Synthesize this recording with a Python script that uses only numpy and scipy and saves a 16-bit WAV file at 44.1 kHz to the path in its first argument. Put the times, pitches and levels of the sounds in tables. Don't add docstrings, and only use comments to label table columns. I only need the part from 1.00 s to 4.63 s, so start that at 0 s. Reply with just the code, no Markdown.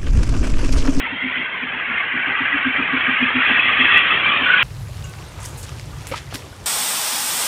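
import sys
import numpy as np
from scipy import signal
from scipy.fft import rfft, irfft, next_fast_len
from scipy.io import wavfile
from scipy.ndimage import uniform_filter1d

SR = 44100
rng = np.random.default_rng(int(sys.argv[2]) if len(sys.argv) > 2 else 0)


def materialize(psi):
    bounded = np.clip(np.atleast_2d(psi).T, -1, 1)
    quanta = np.round(bounded * 32767).astype(np.int16)
    wavfile.write(sys.argv[1], SR, quanta)


N = 160083
TIME = np.arange(N) / SR


def from_db(db):
    return 10 ** (np.asarray(db) / 20)


def rms_one(x):
    return x / np.sqrt(np.mean(x ** 2) + 1e-20)


def in_time(rows):
    return np.interp(TIME, *np.transpose(rows))


def at_hz(points, hz, column=1):
    table = np.array(points)
    return np.interp(np.log(hz + 1e-9), np.log(table[:, 0]), table[:, column])


def drift(rate_hz):
    step = 40
    pole = np.exp(-2 * np.pi * rate_hz * step / SR)
    settle = 2000
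    noise = rng.standard_normal(N // step + 2 + settle)
    slow = signal.lfilter([1], [1, -2 * pole, pole * pole], noise)[settle:]
    return np.interp(np.arange(N) / step, np.arange(len(slow)), rms_one(slow))


def coloured(spectrum):
    size = next_fast_len(N)
    hz = np.arange(size // 2 + 1) * SR / size
    white = rfft(rng.standard_normal(size))
    return rms_one(irfft(white * from_db(at_hz(spectrum, hz)), size)[:N])


def whistle(hz, width_hz):
    r = np.exp(-2 * np.pi * width_hz / SR)
    section = [1 - r, 0, r - 1, 1, -2 * r * np.cos(2 * np.pi * hz / SR), r * r]
    x = rms_one(signal.sosfilt([section, section], rng.standard_normal(N)))
    local_power = uniform_filter1d(x ** 2, size=2200)
    return x / np.sqrt(local_power + 1e-6)


def beat(t, attack_s, decay_s):
    return np.exp(-(t / np.where(t < 0, attack_s, decay_s)) ** 2)


def swell(s, spread_s):
    return np.exp(-.5 * ((TIME - s) / spread_s) ** 2)


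# time_s, level_db (flutter is added)
STEAM_LEVEL = [(0, -24), (.16, -26.5), (.39, -23), (.5, -26), (.71, -24.5), (.78, -23.5), (1.0, -20.5),
               (1.06, -23), (1.16, -21.5), (1.23, -20), (1.78, -19.5), (1.85, -21), (1.93, -19),
               (2.14, -18), (2.35, -19), (2.43, -15.5), (2.65, -18), (2.83, -17.5), (2.97, -16.5),
               (3.05, -18), (3.13, -16.5), (3.22, -20), (3.28, -16.5), (3.42, -18.5), (3.52, -18),
               (3.63, -14)]
# pitch_hz, far_off_db, approaching_db, alongside_db (per Hz)
STEAM_COLOUR = [(405, -29.5, -28.5, -23.5), (746, -21, -14, -20), (944, -11, -7.5, -12.5),
                (1125, -12, -2.5, -2), (1430, -7.5, 0.5, -3), (1670, -4, 8.5, -2.5), (1670, -5.5, 2, -2),
                (2000, 1.5, 4.5, 0), (2500, -4, 1.5, 3), (2775, -3.5, -1.5, 1), (2740, -11.5, -4, -2),
                (3262, -6, -6.5, 0), (3603, -22, -23, -13.5), (4260, -41, -40, -33.5),
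                (4360, -51, -54.5, -46)]
FAR_S, APPROACHING_S, ALONGSIDE_S = 0.22, 1.28, 3.52
FLUTTER_DB, FLUTTER_HZ = 0.5, 50
PATCHY_DB, PATCHY_HZ = 3.68, 32


def steam():
    edges = np.arange(300, 4700, 100)
    lead_in = SR // 10
    white = rng.standard_normal((2, N + lead_in))
    hiss, power = 0, 0
    for k, (low, high) in enumerate(zip(edges, edges[1:])):
        middle = (low + high) / 2
        colours_db = [at_hz(STEAM_COLOUR, middle, column) for column in (1, 2, 3)]
        gain = from_db(np.interp(TIME, [FAR_S, APPROACHING_S, ALONGSIDE_S], colours_db))
        band_filter = signal.butter(3, [low, high], "band", fs=SR, output="sos")
        band = signal.sosfilt(band_filter, white[k % 2])[-N:]
        patchy = rms_one(band * from_db(PATCHY_DB * drift(PATCHY_HZ)))
        hiss = hiss + gain * patchy
        power = power + gain ** 2
    level_db = in_time(STEAM_LEVEL) + FLUTTER_DB * drift(FLUTTER_HZ)
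    return hiss / np.sqrt(power) * from_db(level_db)


BOUNCE_S, BOUNCE_DB = 0.002074, -10
BOUNCE_WANDER_S, BOUNCE_WANDER_HZ = 0.0004, 1.2


def off_platform(x):
    delay_s = BOUNCE_S + BOUNCE_WANDER_S * drift(BOUNCE_WANDER_HZ)
    gain = from_db(BOUNCE_DB)
    bounce = gain * np.interp(TIME - delay_s, TIME, x, left=0)
    return (x + bounce) / np.sqrt(1 + gain ** 2)


# time_s, level_db (a random wander is added)
RAIL_LEVEL = [(0, -38.5), (.7, -40.5), (1.6, -37.5), (2.3, -35.5), (2.85, -32), (3.15, -32), (3.63, -31.5)]
# pitch_hz, level_db (per Hz)
RAIL_COLOUR = [(20, -24), (40, -13), (70, -1.5), (130, -0.5), (250, 1.5), (450, -0.5), (800, 1),
               (1300, -3.5), (2500, -25)]


def rumble():
    level_db = in_time(RAIL_LEVEL) + 1.7 * drift(17)
    return coloured(RAIL_COLOUR) * from_db(level_db)


# peak_s, level_db (before NOTE_DB), pitch_hz (at the peak), swell_s
EXHAUST_BEATS = [(0.03, -34, 256, 0.017), (0.134, -27, 267, 0.0093), (.253, -26, 256.6, 0.019),
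                 (.386, -28.5, 251, 0.018), (0.64, -31, 251, 0.021), (.752, -37.5, 250, 0.025),
                 (0.905, -33, 245, 0.022), (1.159, -27.5, 249, 0.02), (1.284, -26.5, 264, 0.01),
                 (1.415, -26, 272, 0.0085), (1.553, -27, 280.4, 0.023), (1.670, -18.5, 261, 0.012),
                 (1.800, -21, 269.4, 0.011), (1.945, -18.5, 265.3, 0.014), (2.09, -22, 256, 0.013),
                 (2.229, -16.5, 248.6, .016), (2.366, -17, 253.6, 0.016), (2.512, -20, 252.4, 0.0087),
                 (2.672, -36, 251, 0.03), (2.81, -22, 251, 0.014), (2.946, -32, 258, 0.009),
                 (3.42, -25.5, 257, 0.0097)]
NOTE_DB, NOTE_ROUGH = 2, 0.21
TAIL_PER_SWELL, SAG_HZ_PER_S = 1.15, 360
ECHO_S, ECHO_DB = 0.031, -10
# pitch_hz, level_db (per Hz)
GUST_COLOUR = [(25, -31), (60, -5), (110, 1), (200, 2.5), (330, 2.5), (500, -7), (900, -27.5)]
GUST_DB, GUST_FOLLOWS = -26, 0.42
GUST_ATTACK_S, GUST_DECAY_S = 0.02, 0.04


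def chimney():
    note, gust = np.zeros(N), np.zeros(N)
    for s, db, hz, swell_s in EXHAUST_BEATS:
        t = TIME - s
        cycles = hz * t - SAG_HZ_PER_S * t ** 2 / 2 + rng.random()
        shape = beat(t, swell_s, TAIL_PER_SWELL * swell_s)
        note += from_db(db + NOTE_DB) * shape * np.sin(2 * np.pi * cycles)
        gust += from_db(GUST_DB + GUST_FOLLOWS * db) * beat(t, GUST_ATTACK_S, GUST_DECAY_S)
    note = note * (1 + NOTE_ROUGH * drift(73))
    echo = from_db(ECHO_DB) * np.interp(TIME - ECHO_S, TIME, note, left=0)
    return note + echo + gust * coloured(GUST_COLOUR)


# peak_s, spread_s, pitch_hz, width_hz (each resonance), level_db
SCRAPES = [(.23, 0.038, 2080, 46, -25), (1.002, 0.01, 2160, 49, -21), (3.275, 0.02, 2350, 17, -15),
           (3.321, 0.044, 1180, 78, -22), (3.523, 0.042, 1478, 36, -14), (3.57, 0.066, 1630, 44, -23)]


def squeals():
    total = 0
    for s, spread_s, hz, width_hz, db in SCRAPES:
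        total = total + from_db(db) * swell(s, spread_s) * whistle(hz, width_hz)
    return total


# pitch_hz, width_hz (each resonance), relative level_db
RING_BANDS = [(1189, 46, -6), (1906, 56, 2.5), (2625, 70, 3), (3093, 50, -8.5), (3316, 81, -4)]
# peak_s, spread_s, level_db (added to each band's)
RING_SURGES = [(2.507, 0.063, -27.5), (2.686, 0.071, -27), (2.825, 0.032, -23), (2.956, 0.052, -19),
               (3.13, 0.024, -25.5)]


def ringing_steam():
    strength = sum(from_db(db) * swell(s, spread_s) for s, spread_s, db in RING_SURGES)
    ringing = sum(from_db(db) * whistle(hz, width_hz) for hz, width_hz, db in RING_BANDS)
    return strength * ringing


def scene():
    train = off_platform(steam()) + rumble() + chimney() + squeals() + ringing_steam()
    return train[None]


CUTOFF_HZ = 4750


def record(dry):
    treble_cut = signal.cheby2(16, 60, CUTOFF_HZ, fs=SR, output="sos")
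    return signal.sosfilt(treble_cut, dry)


dry = scene()
out = record(dry)
materialize(out)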